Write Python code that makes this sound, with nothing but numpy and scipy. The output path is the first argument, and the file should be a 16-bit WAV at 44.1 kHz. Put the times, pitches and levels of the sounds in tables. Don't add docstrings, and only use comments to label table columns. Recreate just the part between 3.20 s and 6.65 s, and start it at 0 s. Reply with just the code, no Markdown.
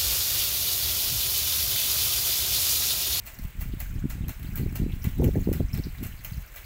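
import sys
import numpy as np
from scipy import signal
from scipy.fft import rfft, irfft
from scipy.io import wavfile
from scipy.ndimage import uniform_filter1d

SR = 44100
rng = np.random.default_rng(int(sys.argv[2]) if len(sys.argv) > 2 else 0)


def store_wav(level_fs):
    pcm = np.round(np.clip(np.atleast_2d(level_fs), -1, 1) * 32767)
    wavfile.write(sys.argv[1], SR, pcm.T.astype(np.int16))


N = 152145
CONTACT_ATTACK_S = 0.0004


def from_db(db):
    return 10 ** (np.asarray(db) / 20)


def rms_one(x):
    return x / np.sqrt(np.mean(x ** 2) + 1e-20)


def in_time(rows):
    return np.interp(np.arange(N) / SR, *np.transpose(rows))


def add(out, s, sound):
    i = max(int(s * SR), 0)
    out[i:i + len(sound)] += sound[:N - i]


def through(x, response):
    return signal.fftconvolve(x, response)[:N]


def colour(x, points, size=8192):
    hz, db = np.transpose(points)
    grid_hz = np.linspace(1, SR / 2, size // 2 + 1)
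    gain = from_db(np.interp(np.log(grid_hz), np.log(hz), db))
    cepstrum = irfft(np.log(gain))
    cepstrum[1:size // 2] *= 2
    cepstrum[size // 2 + 1:] = 0
    response = irfft(np.exp(rfft(cepstrum)))
    return through(x, response / np.linalg.norm(response))


def band_noise(low_hz, high_hz):
    sos = signal.butter(3, [low_hz, high_hz], "band", fs=SR, output="sos")
    return rms_one(signal.sosfilt(sos, rng.standard_normal(N + SR))[SR:])


def evened(x, span_s):
    return x / np.sqrt(uniform_filter1d(x ** 2, int(span_s * SR) + 1) + 1e-6)


def outdoors():
    # (frequency [Hz], level [dB])
    air = [(40, 8), (80, 12.5), (150, -10), (300, -1), (600, -3), (1100, -2), (1600, -0.5), (2200, 1.5),
           (3200, -6), (5500, -14.5), (8000, -8.5), (9400, -14.5), (12000, -12.5), (15000, -8), (16000, -9)]
    air_db, whine_db, whine_hz = -53.5, -75, 4005
    hiss = from_db(air_db) * colour(rng.standard_normal(N), air)
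    whine = from_db(whine_db) * band_noise(whine_hz - 5, whine_hz + 5)
    return hiss + whine


def wind():
    # (time [s], level [dB])
    gust = [(0.0, -49), (0.11, -64), (0.25, -39.5), (0.32, -59), (0.37, -43), (0.48, -37.5), (0.67, -49),
            (0.77, -32), (0.81, -43.5), (0.85, -30.5), (0.89, -42), (1.1, -31.5), (1.145, -64), (1.2, -39),
            (1.38, -36.5), (1.41, -24.5), (1.47, -34.5), (1.58, -36.5), (1.61, -26.5), (1.82, -43),
            (1.87, -29.5), (1.94, -47), (1.98, -27), (2.04, -15), (2.09, -18.5), (2.12, -41), (2.16, -20.5),
            (2.25, -37.5), (2.28, -26), (2.38, -32), (2.41, -25), (2.49, -46.5), (2.54, -34.5),
            (2.6, -27.5), (2.62, -51), (2.67, -31.5), (2.73, -59), (2.82, -32), (2.9, -45.5), (3.05, -52.5),
            (3.19, -41.5), (3.22, -56.5), (3.45, -69)]
    # (time [s], level [dB])
    rumble_curve = [(0.0, -44), (0.14, -49.5), (0.26, -31.5), (0.32, -50), (0.4, -32), (1.1, -33.5),
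                    (1.15, -45), (1.2, -35.5), (1.45, -35.5), (1.63, -27.5), (1.83, -37), (2.09, -25),
                    (2.1, -29.5), (3.08, -42), (3.14, -31), (3.29, -48.5), (3.45, -44)]
    # (frequency [Hz], level [dB])
    rumble_colour = [(10, -44), (20, 3), (35, 8.5), (55, 4), (76, -2.5), (100, -16.5), (400, -100)]
    # (centre [Hz], level in a reference gust [dB], growth [dB per dB of gust])
    wind_bands = [(76.6, -32, 0.81), (112.5, -34.5, 0.76), (157.3, -34.5, 1), (235, -38, 1.24),
                  (328.5, -45.5, 1.7), (441, -54, 2.01), (727, -63, 1.37), (1010, -79, 1.77)]
    # (time [s], level [dB], half width [s])
    eddies = [(0.196, -30.5, 0.0014), (0.251, -23, 0.0029), (0.539, -23.5, 0.0011), (.843, -19.5, .0012),
              (.857, -15, .0012), (1.01, -23, 0.0014), (1.406, -21.5, 0.002), (1.621, -18, 0.0012),
              (1.665, -19, 0.00098), (1.873, -13, 0.0019), (2.022, -18.5, .0004), (2.088, -21.5, 0.0017),
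              (2.158, -17.5, 0.00063), (2.275, -11.5, 0.0009), (2.291, -13.5, 0.00072),
              (2.318, -12, 0.00085), (2.406, -16, 0.00057), (2.453, -20, 0.0049), (2.541, -19, 0.0017),
              (2.67, -25, 0.001), (2.829, -21.5, 0.0011), (3.122, -24, 0.0021), (3.18, -24, 0.0024)]
    reference_gust_db, rumble_db = -28, -1
    gust_cap_db = 10.5
    flutter_db, flutter_hz = 3.5, 27.4

    flutter = flutter_db * evened(band_noise(flutter_hz / 2, flutter_hz * 2), 0.124)
    gust_db = np.minimum(in_time(gust) - reference_gust_db + flutter, gust_cap_db)
    out = np.zeros(N)
    edge = 2 ** (1 / 4)
    for hz, db, growth in wind_bands:
        buffet = evened(band_noise(hz / edge, hz * edge), 0.0418)
        out += from_db(db + growth * gust_db) * buffet
    for s, db, width_s in eddies:
        u = np.arange(-SR // 50, SR // 50) / SR / width_s
        slap = (1 - u ** 2) * np.exp(-u ** 2 / 2)
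        add(out, s - len(u) / 2 / SR, from_db(db) * slap)
    rumble = evened(colour(rng.standard_normal(N), rumble_colour), 0.146)
    return out + from_db(rumble_db + in_time(rumble_curve) + flutter / 2) * rumble


def dying_noise(t60):
    t = np.arange(SR // 2) / SR
    tail = rng.standard_normal(len(t)) * np.exp(-np.log(1000) * t / t60)
    return tail / np.linalg.norm(tail)


def porch(x):
    early_db, early_t60_s, tail_t60_s = -1.5, 0.037, 0.34
    response = from_db(early_db) * dying_noise(early_t60_s) + dying_noise(tail_t60_s)
    return through(x, response / np.linalg.norm(response))


def chatter(length_s):
    contacts_per_s, spread_db = 820, 6
    t = np.arange(SR // 5) / SR
    sizes = from_db(spread_db * np.clip(rng.standard_normal(len(t)), -2, 1.6))
    hits = rng.random(len(t)) < contacts_per_s / SR
    clicks = sizes * hits * np.exp(-t / length_s)
    return clicks / np.linalg.norm(clicks)


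def contacts(strengths):
    t60_s, tint_db = 0.009, 3
    t = np.arange(SR // 20) / SR
    puff = (1 - np.exp(-t / CONTACT_ATTACK_S)) * np.exp(-np.log(1000) * t / t60_s)
    power = puff ** 2
    out = np.zeros(N)
    edges_hz = np.linspace(200, 17000, 11)
    for low, high in zip(edges_hz, edges_hz[1:]):
        tint = rms_one(from_db(tint_db * rng.uniform(-1.7, 1.8, N)))
        energy = np.abs(through((tint * strengths) ** 2, power / power.sum()))
        share = 2 * (high - low) / SR
        out += np.sqrt(energy * share) * band_noise(low, high)
    return out


def frame(x):
    # (frequency [Hz], width [Hz], lift before wandering [dB])
    frame_modes = [(2180, 176, 2.5), (5340, 78, 5), (6410, 220, 7), (8200, 180, 0), (12500, 400, 3.5),
                   (15200, 1400, 0.5)]
    spread_db = 3
    for hz, width_hz, db in frame_modes:
        wander = np.interp(np.arange(N), np.linspace(0, N, num=20), rng.standard_normal(20))
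        lift = from_db(db + spread_db * np.clip(wander, -2, 1))
        resonance = signal.lfilter(*signal.iirpeak(hz, hz / width_hz, fs=SR), x)
        x = x + (lift - 1) * resonance
    return x


def strokes():
    # (time [s], relative level [dB], chatter time constant [s], relative body level [dB])
    stroke_rows = [(0.061, -4, 0.017, -2.5), (0.406, -3, 0.013, -8), (.598, 0, 0.011, -3),
                   (0.899, -5, 0.021, -4.5), (1.091, -3.5, 0.01, -7.5), (1.366, -2.5, 0.016, -5),
                   (1.555, 1.5, 0.014, -4), (1.836, -1.5, 0.016, -3), (2.042, 0.5, 0.006, -5.5),
                   (2.327, -1, 0.015, -6.5), (2.533, -4, 0.0068, -6), (2.83, -2, 0.021, -5.5),
                   (3.047, -2.5, 0.011, -8.5), (3.359, -6, .028, -7.5)]
    snap_db, body_db = -4, -12
    slide_s, slide_db = 0.0068, -14.5
    sharp, dull = np.zeros((2, N))
    slide = np.exp(np.arange(-SR // 20, 0) / SR / slide_s)
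    slide_drive = from_db(snap_db + slide_db) * slide / np.linalg.norm(slide)
    for s, db, length_s, ring_db in stroke_rows:
        burst = chatter(length_s)
        add(sharp, s, from_db(snap_db + db) * burst)
        add(sharp, s - len(slide) / SR, slide_drive)
        add(dull, s, from_db(body_db + ring_db) * burst)
    return sharp, dull


def stray_contacts():
    # (time [s], relative level [dB])
    ticks = [(0.1878, -33.5), (.4095, -30.5), (0.8978, -36), (0.901, -31), (1.083, -28.5), (1.093, -31),
             (1.229, -34.5), (1.357, -27), (1.3703, -34), (1.5255, -39), (1.555, -30.5), (2.0355, -33),
             (2.3361, -28), (2.5755, -31.5), (2.8366, -30), (2.8674, -33), (3.039, -38), (3.047, -27),
             (3.122, -38)]
    # (time [s], relative level [dB])
    rub = [(0, -1), (.26, 7.5), (.33, -9), (.37, -1), (.74, 0), (.82, -10), (1.0, -9), (1.26, 5),
           (1.67, -9), (1.73, 1.5), (2.4, 4), (2.48, -10), (2.62, 3), (3.2, 2.5), (3.45, -1)]
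    rub_per_s, rub_db, rub_spread_db, tick_db = 300, -34, 4.5, 19.5
    spread = rub_spread_db * np.clip(rng.standard_normal(N), -2, 2)
    hits = rng.random(N) < rub_per_s / SR
    stray = hits * from_db(rub_db + in_time(rub) + spread)
    for s, db in ticks:
        add(stray, s, from_db([tick_db + db]))
    return stray


def linkage():
    # (frequency [Hz], level [dB])
    snap_colour = [(1000, -14), (4000, -18.5), (8000, -19), (9400, -27.5), (10600, -14.5), (11900, -11.5),
                   (13000, -9), (15100, -2.5), (16000, -2.5)]
    # (frequency [Hz], level [dB])
    body_colour = [(400, -10), (900, -6), (1200, -6.5), (1600, 1.5), (2300, -2.5), (3200, -8),
                   (4700, -11.5), (6000, -13.5), (8000, -9), (9400, -16), (15000, -9)]
    body_build_s, stray_body_db = 0.0093, -12
    snap_room_db, body_room_db = -4.5, 1
    sharp, dull = strokes()
    stray = stray_contacts()
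    keep = np.exp(-1 / (body_build_s * SR))
    hit_energy = dull ** 2 + (from_db(stray_body_db) * stray) ** 2 + 1e-18
    dull = np.sqrt(signal.lfilter([1 - keep], [1, -keep], hit_energy))
    snap = colour(contacts(sharp + stray), snap_colour)
    body = colour(contacts(dull), body_colour)
    room = porch(from_db(snap_room_db) * snap + from_db(body_room_db) * body)
    return frame(snap + body + room)


def scuffs():
    low_hz, high_hz = 1500, 6800
    scuffs_per_s, decay_s = 7.1, 0.013
    lowest_db, db_per_octave, spread_db = -53.5, -1, 3
    out = np.zeros(N)
    keep = np.exp(-1 / (decay_s * SR))
    edge = 2 ** (1 / 6)
    for hz in np.geomspace(low_hz, high_hz, num=8):
        sizes = from_db(spread_db * rng.uniform(-4, 1, N))
        starts = (rng.random(N) < scuffs_per_s / SR) * sizes
        decays = signal.lfilter([1], [1, -keep], starts + 1e-18)
        swell = uniform_filter1d(decays, size=200)
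        level = from_db(lowest_db + db_per_octave * np.log2(hz / low_hz))
        out += level * swell * band_noise(hz / edge, hz * edge)
    return out


def knocks():
    # (time [s], centre [Hz], width [Hz], level [dB], decay time constant [s])
    knock_rows = [(.752, 5260, 1200, -57.5, 0.012), (1.696, 2400, 696, -49, .016),
                  (1.72, 3060, 1330, -45, .012), (2.532, 5320, 300, -38, 0.0043),
                  (2.636, 4750, 1800, -45, 0.014)]
    room_db = -4
    out = np.zeros(N)
    t = np.arange(SR // 5) / SR
    for s, hz, width_hz, db, decay_s in knock_rows:
        noise = evened(band_noise(hz - width_hz / 2, hz + width_hz / 2), 0.037)
        grain = noise[SR:SR + len(t)]
        envelope = (1 - np.exp(-t / CONTACT_ATTACK_S)) * np.exp(-t / decay_s)
        add(out, s, from_db(db) * grain * envelope)
    return out + from_db(room_db) * porch(out)


def scene():
    return (outdoors() + wind() + linkage() + scuffs() + knocks())[None]


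def record(dry):
    overload, cutoff_hz = 0.33, 15750
    low_pass = signal.firwin(601, cutoff_hz, window=("kaiser", 8), fs=SR)
    rounded = overload * np.tanh(dry / overload)
    return signal.fftconvolve(rounded, low_pass[None], mode="same")


dry = scene()
out = record(dry)
store_wav(out)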